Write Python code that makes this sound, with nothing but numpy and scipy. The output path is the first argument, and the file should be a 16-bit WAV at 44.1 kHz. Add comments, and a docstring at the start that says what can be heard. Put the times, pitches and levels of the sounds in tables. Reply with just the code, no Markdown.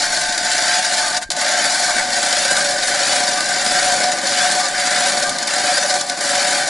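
"""A hand auger is cranked into pond ice a few steps away, in open snowy country.
Its blades break the ice in a dense run of tiny fractures, which hiss, ring the steel spiral and
rumble in the ice sheet. The cut swells and slackens with each turn of the crank; once it stalls,
then bites again with a double crack. Larger chips snap off, a blade squeaks now and then,
and a light wind rumbles underneath."""
import sys
import numpy as np
from scipy import signal
from scipy.fft import rfft, irfft, next_fast_len
from scipy.io import wavfile
from scipy.ndimage import uniform_filter1d, map_coordinates

SR = 44100
rng = np.random.default_rng(int(sys.argv[2]) if len(sys.argv) > 2 else 0)


def store_wav(level_fs):
    """Save 16-bit WAV to argv[1]."""
    pcm = np.round(np.clip(np.atleast_2d(level_fs), -1, 1) * 32767)
    wavfile.write(sys.argv[1], SR, pcm.T.astype(np.int16))


N = 295029
TIME = np.arange(N) / SR


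def amp(db):
    """Decibels to gain."""
    return 10 ** (np.asarray(db) / 20)


def unit(x):
    """x scaled to rms 1."""
    return x / np.sqrt(np.mean(x ** 2) + 1e-20)


def automation(rows):
    """Straight ramps through (time, value) breakpoints."""
    return np.interp(TIME, *np.transpose(rows))


def swells(rows):
    """Flat-topped lifts in dB from (start, length, lift) rows."""
    return sum(db * np.exp(-(2 * (TIME - start) / length - 1) ** 4) for start, length, db in rows)


def wobble(rate):
    """A smooth random curve, rate knots a second."""
    return map_coordinates(rng.standard_normal(int(N * rate / SR) + 4), [TIME * rate])


def filtered(x, response):
    """x through a filter given as a complex response of frequency."""
    size = 2 * next_fast_len(N // 2 + SR // 4)
    return irfft(rfft(x, size) * response(np.fft.rfftfreq(size, 1 / SR)), size)[..., :N]


def resonator(modes):
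    """Response of a bank of (centre, width, gain) resonances, alternating in polarity."""
    return lambda hz: sum((-1) ** k * amp(db) * 1j * hz * width / (centre**2 - hz**2 + 1j * hz * width)
                          for k, (centre, width, db) in enumerate(modes))


def eq(points, modes=(), ring_db=0):
    """Minimum-phase EQ through (frequency, gain) points, with the power of any resonances added."""
    def response(hz):
        point_hz, point_db = np.transpose(points)
        curve = amp(np.interp(np.log(hz + 1), np.log(point_hz), point_db))
        gain = np.hypot(curve, amp(ring_db) * np.abs(resonator(modes)(hz)))
        cepstrum = irfft(np.log(gain))
        cepstrum[1:len(hz) - 1] *= 2
        cepstrum[len(hz):] = 0
        return np.exp(rfft(cepstrum))
    return response


def driven(force, response, level_db):
    """A body ringing under a force whose strength follows a level curve."""
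    return filtered(force * amp(level_db), response) / np.std(filtered(force, response))


def levelled(x, seconds):
    """x with its slow swells evened out, as under the steady push of an arm."""
    power = uniform_filter1d(x ** 2, max(int(seconds * SR), 2))
    return x / np.sqrt(np.abs(power) + 1e-9)


def steady_ring(force, modes, seconds):
    """Modes rung by a force and levelled to an rms near 1."""
    return levelled(filtered(force, resonator(modes)), seconds)


def ring_envelope(level_db, t60):
    """Gain of a mode that builds and fades more slowly than the cut that feeds it."""
    keep, power = 10 ** (-6 / (t60 * SR)), amp(level_db) ** 2
    return np.sqrt(signal.lfilter([1 - keep], [1, -keep], power, zi=[keep * power[0]])[0])


def friction_tone(hz, waver_hz, shimmer_db):
    """A mode kept singing by friction: nearly pure, unsteady in pitch and strength."""
    phase = 2 * np.pi * np.cumsum(hz + waver_hz * wobble(60)) / SR
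    return unit(np.sin(phase) * amp(shimmer_db * wobble(28)))


def fractures(rate, spread_db):
    """Tiny cracks of random timing and size, about rate a second; rms 1."""
    happens = rng.random(N) < rate / SR
    polarity = np.sign(rng.standard_normal(N))
    return unit(happens * polarity * amp(spread_db * rng.standard_normal(N)))


# tone of the wind: (frequency [Hz], gain [dB])
WIND_EQ = [(15, -6), (30, -6), (50, -10), (80, -19), (200, -14), (1000, -37), (11000, -44)]
# gusts and lulls: (time [s], relative level [dB])
GUSTS = [(0, -51), (.4, -51), (.8, -61), (1.25, -56), (1.7, -67), (2.03, -50), (2.2, -62), (2.8, -53),
         (3.15, -63), (3.9, -51), (4.1, -64), (4.8, -55), (5.05, -65), (5.27, -54), (5.57, -74),
         (6.69, -65)]


def breeze(width):
    """A bed of light wind rumbling on the microphone, in stereo."""
    noise = rng.standard_normal(N) + width * rng.standard_normal((2, N))
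    return amp(automation(GUSTS) + 6) * unit(filtered(noise, eq(WIND_EQ)))


def snow_scatter(x, t60):
    """Short reflections off the snow and the person cranking, shifting as they move."""
    t = np.arange(SR // 16) / SR
    tails = rng.standard_normal((6, len(t))) * 10 ** (-3 * t / t60) * (t > .002)
    tails /= np.linalg.norm(tails, axis=1, keepdims=True)
    paths = signal.fftconvolve(x[None], tails, axes=1)[:, :N]
    blend = np.array([wobble(12) for _ in tails])
    return (paths * blend).sum(axis=0) / np.linalg.norm(blend, axis=0)


# dull knocks in the ice: (time [s], pitch [Hz], level [dB], t60 [s])
THUDS = [(1.258, 60, -33, .06), (1.292, 320, -31, .05)]


def thuds():
    """The ice sheet gives low, damped thuds as weight shifts on the stalled auger."""
    out = np.zeros(N)
    for start, hz, db, t60 in THUDS:
        age = np.maximum(TIME - start, 0)
        out += amp(db - 60 * age / t60) * np.sin(2 * np.pi * hz * age)
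    return out


# a blade skates: (start [s], length [s], start pitch [Hz], end pitch [Hz], relative level [dB])
SQUEAKS = [(3.658, 0.059, 4930, 4980, -32), (5.724, 0.079, 4580, 5000, -31), (5.804, .045, 5960, 6150, -33)]


def squeaks():
    """Brief stick-slip whistles that rise with the blade's speed."""
    out = np.zeros(N)
    for start, length, start_hz, end_hz, db in SQUEAKS:
        progress = np.clip((TIME - start) / length, 0, 1)
        hz = start_hz + (end_hz - start_hz) * progress + 55 * wobble(400)
        envelope = np.sqrt(4 * progress * (1 - progress))
        out += amp(db + 10.5) * envelope * np.sin(2 * np.pi * np.cumsum(hz) / SR)
    return out


def chirps(rate, centre_hz, glide):
    """A spray of tiny stick-slip whistles, each sliding in pitch; rms 1."""
    t, out = np.arange(SR // 16) / SR, np.zeros(N + SR)
    for start, pitch, slide, life, size in rng.random((int(rate * N / SR), 5)):
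        progress = np.minimum(t / (t[-1] * (.3 + .7 * life)), 1)
        hz = centre_hz * 2 ** (1.2 * (pitch - .5)) * (1 + glide * (2 * slide - 1) * progress)
        envelope = (.5 + size) / (1 + pitch) * np.sin(np.pi * progress)
        out[int(start * N):][:len(t)] += envelope * np.sin(2 * np.pi * np.cumsum(hz) / SR)
    return unit(out[:N])


# turns of the crank, from dead point to dead point: (start [s], push at mid-turn [dB])
TURNS = [(-.4, -1.5), (.3, 1.3), (1.27, 2), (2.07, 3.5), (2.77, 4.5), (3.45, 4.5), (4.17, 5), (4.72, 4.5),
         (5.36, 3), (6.12, 5)]
LAST_TURN_S = .66


def crank():
    """The crank's angle in turns, and the arm's push in dB, which peaks mid-turn."""
    starts, pushes = np.transpose(TURNS)
    turn = np.interp(TIME, [*starts, starts[-1] + LAST_TURN_S], np.arange(len(starts) + 1))
    push = np.take(pushes, turn.astype(int), mode="clip") * np.sin(np.pi * turn) ** 2
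    return turn, push


# the blades lose grip, mostly near a dead point: (time [s], half length [s], relative depth [dB])
SLIPS = [(0.102, .035, 2.5), (0.345, 0.11, 3.5), (0.833, 0.056, 2), (1.095, 0.058, 2.5),
         (1.204, 0.016, 12.5), (1.334, 0.043, 7.5), (2.075, 0.033, 3.5), (2.78, 0.037, 1.5),
         (3.43, 0.074, 1.1), (4.177, 0.072, 2), (4.716, 0.034, 3), (5.352, 0.091, 3.5), (5.456, 0.015, 3.5),
         (6.045, 0.046, 5), (6.16, 0.069, 4.5), (6.642, 0.018, 2)]
# how each layer rides the crank: (base level [dB], push [dB/dB], slip [dB/dB], surface lift [dB])
LAYER_MIX = {"edge": (-22, .5, 1.5, 3), "shavings": (-26.5, 0.72, 1.45, 1.5),
             "chips": (-35.5, 1.44, 1.1, 2.5), "plates": (-25, 0.39, 1.7, 3),
             "spiral": (-27.5, 0.56, 0.8, -0.5), "lowest": (0.37, 0.0026, 1, 0.41),
             "shaft": (-37, -.1, 0.8, -5), "sheet": (-34, 0, 0.44, -3)}
STALL_S, RESTART_S, STALL_DB_PER_S, STALL_DB = 1.2236, 1.303, 750, 27.5
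SINK_S = 3.84  # time the blades take to bury themselves


def layer_levels(push):
    """A fader curve in dB for each layer, following the push, the slips, the stall and the sinking."""
    slip = sum(db * np.exp(-((TIME - at) / width) ** 2) for at, width, db in SLIPS)
    stall = np.clip((TIME - STALL_S) * STALL_DB_PER_S, 0, STALL_DB) * (TIME < RESTART_S)
    at_surface = np.clip(1 - TIME / SINK_S, 0, 1)
    return {layer: db + by_push * push - by_slip * slip - stall + surface_db * at_surface
            for layer, (db, by_push, by_slip, surface_db) in LAYER_MIX.items()}


def hardness(depth_db, rate):
    """Random swells in dB as the blades meet harder and softer ice."""
    return depth_db * wobble(rate)


def flight_echoes(x, turn, echo_db):
    """The turning flights reflect the cut along paths that stretch and shrink: a gentle flanging."""
    out = x
    for k, mean_delay_s in enumerate([.0012, .0023, .0035]):
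        angle = 2 * np.pi * (turn + k / 3) + .4 * wobble(5)
        delay_s = mean_delay_s + .0003 * np.sin(angle)
        out = out + amp(echo_db) * map_coordinates(x, [np.arange(N) - SR * delay_s], order=3)
    return out * np.std(x) / np.std(out)


# bands the steel beams outward: (centre [Hz], width [Hz], swing [dB], loudest angle [turns])
BEAMS = [(1180, 42, 2.5, 0.88), (1323, 79, 7.5, 0.44), (1466, 71, 3.5, 0.93), (1990, 130, 1.5, 0.23),
         (3130, 96, 3.5, 0.32), (9000, 330, 0, 1), (9600, 400, 1.3, 0.67)]


def beamed(x, turn):
    """Some bands swell and fade as the steel turns toward the listener and away."""
    hz, frame_s, spectrum = signal.stft(x, SR, nperseg=1024)
    angle = np.interp(frame_s, TIME, turn)
    gain_db = 0
    for centre, width, db, facing in BEAMS:
        band = np.exp(-((hz - centre) / width) ** 2)
        gain_db += db * np.outer(band, np.cos(2 * np.pi * (angle - facing)))
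    return signal.istft(spectrum * amp(gain_db), SR, nperseg=1024)[1][:N]


# body of the ice sheet: (frequency [Hz], gain [dB])
SHEET_EQ = [(60, -70), (100, -18), (140, -7), (250, -0.5), (340, -2.5), (450, -10.5), (700, 1),
            (1500, -39.5)]


def ice_sheet(force, level_db):
    """The cracks rumble through the ice sheet, the low end of the cut."""
    return driven(force, eq(SHEET_EQ), level_db)


# bending mode of the shaft: (centre [Hz], width [Hz], gain [dB])
SHAFT_MODE = [(1201, 30, 0)]
# the hum swells: (start [s], length [s], lift [dB])
SHAFT_HUMS = [(1.0, 0.18, 10), (1.4, 0.056, 11), (1.855, 0.076, 8.5), (2.555, 0.068, 7), (3.11, 0.054, 5),
              (3.35, 0.084, 8), (4.61, .09, 6), (5.25, 0.12, 8)]


def shaft_hum(force, level_db):
    """The shaft flexes under load and hums."""
    return amp(level_db + swells(SHAFT_HUMS)) * steady_ring(force, SHAFT_MODE, seconds=.17)


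# low modes of the spiral, at the surface and sunk in the hole: (centre [Hz], width [Hz], gain [dB])
SHALLOW_MODES = [(643, 51, -12), (708.3, 10.2, -1.5), (876, 16.5, -6), (1068, 16, -14.5)]
SUNK_MODES = [(625, 56, -12.5), (723, 19, 4), (820, 54, -3), (975, 41, -5.5), (1117, 33, -11)]
# the spiral's lowest resonance: (centre [Hz], width [Hz], gain [dB])
LOWEST_MODE = [(560, 68, -1.5), (578.3, 40.2, 7.5)]
# fader ride on that resonance: (time [s], relative level [dB])
LOWEST_RIDE = [(0, -33), (1.15, -33.5), (1.5, -26), (1.7, -33), (2.1, -29), (2.28, -27.5), (2.7, -22.5),
               (2.85, -27), (3.1, -24.5), (3.5, -29.5), (4.0, -23.5), (4.25, -26.5), (4.85, -29.5),
               (5.22, -23), (5.35, -30), (5.9, -23), (6.07, -28), (6.4, -23.5), (6.69, -27.5)]
# the strong mode catches and sings out: (start [s], length [s], lift [dB])
SPIRAL_SINGS = [(.74, 0.097, 9.5), (1.17, 0.049, 7.5), (1.563, 0.036, 10), (2.01, .11, 6.5), (2.33, .14, 5),
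                (3.14, .12, 3), (3.333, 0.057, 11), (3.74, 0.052, 7), (3.823, 0.15, 10.5), (4.04, 0.08, 10),
                (4.395, 0.082, 4.5), (4.562, 0.056, 10), (4.982, 0.11, 5), (5.685, 0.041, 10.5),
                (5.9, 0.066, 9.5)]
GRIP_FROM_S, GRIP_FULL_S = 1.2, 2.53


def spiral(force, level_db, lowest_db):
    """The steel spiral sings in one strong mode, with rougher modes on either side."""
    # the wall of the hole grips the sinking spiral, which shifts its weaker modes
    grip = np.interp(TIME, [GRIP_FROM_S, GRIP_FULL_S], [0, 1])
    shallow = np.sqrt(1 - grip) * amp(.5) * steady_ring(force, SHALLOW_MODES, seconds=.13)
    sunk = np.sqrt(grip) * amp(-3) * steady_ring(force, SUNK_MODES, seconds=.108)
    lowest = amp(automation(LOWEST_RIDE) + lowest_db - 2.45) * steady_ring(force, LOWEST_MODE, seconds=.1)
    tone = amp(swells(SPIRAL_SINGS) - 3.5) * friction_tone(hz=727, waver_hz=9, shimmer_db=2.5)
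    return ring_envelope(level_db, t60=.037) * (tone + shallow + sunk) + lowest


# modes of the blade plates: (centre [Hz], width [Hz], gain [dB])
PLATE_MODES = [(1362, 90, -10.5), (1516, 67, 1.5), (1575, 18, 1.5), (1639, 51, -6), (1742, 122, -3.5),
               (1874, 46, -2.5), (2011, 48, -6), (2083, 32, -7.5), (2200, 39, -5), (2365, 110, -12)]


def blade_plates(force, level_db):
    """The plates grind in a cluster of rough modes; one purer note rings on when the cut stops."""
    grind = amp(level_db - .5) * steady_ring(force, PLATE_MODES, seconds=.14)
    note = friction_tone(hz=1593, waver_hz=12.04, shimmer_db=7.5)
    return grind + ring_envelope(level_db - 10, t60=.24) * note


# tone of the coarse chips: (frequency [Hz], gain [dB])
RASP_EQ = [(1500, -20.5), (2300, 1.5), (2700, 1.5), (3100, 0), (3600, 4), (4600, -20.5)]


def coarse_chips(force, level_db):
    """Coarse chips rub with a midrange rasp."""
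    return driven(force, eq(RASP_EQ), level_db)


# tone of the fine shavings: (frequency [Hz], gain [dB])
SIZZLE_EQ = [(3000, -32), (6000, -4.5), (8200, 4), (8900, 0.5), (9600, 0), (11200, -3)]


def shavings(force, level_db):
    """Fine shavings break away with a bright sizzle."""
    return driven(force, eq(SIZZLE_EQ), level_db)


# tone of breaking ice: (frequency [Hz], gain [dB])
CRUNCH_EQ = [(500, -29.5), (1200, -14), (1700, -1.5), (2200, -4), (2650, -7.5), (3250, -6.5), (3800, 2.5),
             (4900, 0.5), (5350, -0.5), (6300, -3), (7000, 0.5), (7700, -11), (9000, -12.5), (11200, -9.5)]
# high modes of the cutting edges: (centre [Hz], width [Hz], gain [dB])
EDGE_MODES = [(3074, 34, 3.5), (3560, 120, -0.5), (4414, 230, 4), (4560, 60, 10), (4840, 190, 3.5),
              (5050, 120, 6), (5680, 140, 5), (6120, 120, -1), (6770, 135, 2), (7330, 110, 3),
              (7930, 280, -8), (8050, 110, -2), (9200, 75, -10), (9700, 80, -4)]


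def cutting_edge(force, level_db, ring_db):
    """Cracks heard straight from the ice and through the high modes of the steel."""
    return driven(force, eq(CRUNCH_EQ, EDGE_MODES, ring_db), level_db)


# the blades catch on a larger chip: (time [s], relative level [dB], t60 [s])
BITES = [(.1695, -17.5, 0.058), (0.323, -6, .09), (.377, 0, 0.051), (.515, -2.5, .063), (0.848, -2, 0.046),
         (1.2141, -20, 0.055), (1.228, -11, 0.03), (1.303, -0.5, 0.031), (1.316, -3, 0.052),
         (1.3653, -8, 0.08), (2.1036, -5, .036), (2.567, -1, .035), (3.406, 3, 0.017), (4.095, -17, .036),
         (4.117, -3, .062), (4.269, -3.5, 0.086), (4.512, -3, .045), (4.794, -11, 0.058),
         (5.2275, -4, .042), (5.2932, -1, 0.033), (5.3853, 0, 0.022), (5.427, -5.5, 0.05),
         (5.472, -4.5, 0.065), (5.7773, -6, .035), (5.9025, -4, .06), (5.94, -3, 0.041),
         (6.0103, -2, 0.042), (6.097, -1, .031)]


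def bites(attack_s):
    """Larger chips snap off in bright bursts of cracks that ring the edges and the plates."""
    envelope, t = np.zeros(N + SR), np.arange(SR // 4) / SR
    onset = 1 - np.exp(-t / attack_s)
    for start, db, t60 in BITES:
        envelope[round(start * SR):][:len(t)] += amp(db - 60 * t / t60) * onset
    burst_db = 20 * np.log10(envelope[:N] + 1e-6)
    burst = lambda: fractures(rate=13000, spread_db=1)
    snap = cutting_edge(burst(), burst_db - 11.5, ring_db=-4)
    sizzle = shavings(burst(), burst_db - 16)
    clank = driven(burst(), resonator(PLATE_MODES), burst_db - 24)
    return snap + sizzle + clank


def chipping(rate, t60, spread_db, steady):
    """Envelope of the cut: each chip starts at once and crumbles away, over steady shaving."""
    t = np.arange(SR // 8) / SR
    power = signal.fftconvolve(fractures(rate, spread_db) ** 2, 10 ** (-6 * t / t60))[:N]
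    return unit(np.sqrt(np.abs(power) / np.mean(power) + steady))


def auger():
    """The cut: one run of chips drives the edges, the plates, the spiral, the shaft and the ice."""
    turn, push = crank()
    level = layer_levels(push)
    chips = chipping(rate=190, t60=.06, spread_db=3.5, steady=.85)
    cracks = lambda: levelled(chips * fractures(rate=11000, spread_db=2.2), seconds=.06)
    rubbing = lambda: fractures(rate=12000, spread_db=1.5)
    splinters = .33 * fractures(rate=300, spread_db=2.5)
    edge_db = level["edge"] + hardness(depth_db=.56, rate=25)
    crunch = cutting_edge(cracks() + splinters, edge_db, ring_db=-1)
    whistles = amp(level["edge"] - 12.5) * chirps(rate=70, centre_hz=7000, glide=.025)
    fine_cracks = chips * fractures(rate=4500, spread_db=4.5)
    sizzle = shavings(fine_cracks, level["shavings"] + hardness(depth_db=1, rate=20))
    rasp = coarse_chips(rubbing(), level["chips"] + hardness(depth_db=1.5, rate=12))
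    grind = blade_plates(cracks() + .72 * rubbing(), level["plates"] + hardness(depth_db=1.08, rate=11))
    hum = shaft_hum(cracks(), level["shaft"])
    rumble = ice_sheet(cracks(), level["sheet"] + hardness(depth_db=1.35, rate=22))
    hiss = flight_echoes(crunch + sizzle + rasp, turn, echo_db=-11)
    ring = spiral(cracks(), level["spiral"], level["lowest"])
    return beamed(hiss + whistles + grind + hum, turn) + ring + rumble


def scene():
    """The auger sits slightly left of centre, its scatter out at the sides, over the wind bed."""
    drill = auger() + bites(attack_s=.0002) + squeaks() + thuds()
    side = amp(-15.5) * snow_scatter(drill, t60=.04)
    pan = amp([[.65], [-.65]])
    return drill * pan + np.array([side, -side]) + breeze(width=.6)


def record(dry):
    """A soft clip rounds the highest peaks, then a steep low-pass trims the top."""
    ceiling, cutoff_hz = .72, 11120
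    rounded = dry / (1 + np.abs(dry / ceiling) ** 6) ** (1 / 6)
    return filtered(rounded, lambda hz: np.clip((cutoff_hz - hz) / 200 + .5, 0, 1))


dry = scene()
out = record(dry)
store_wav(out)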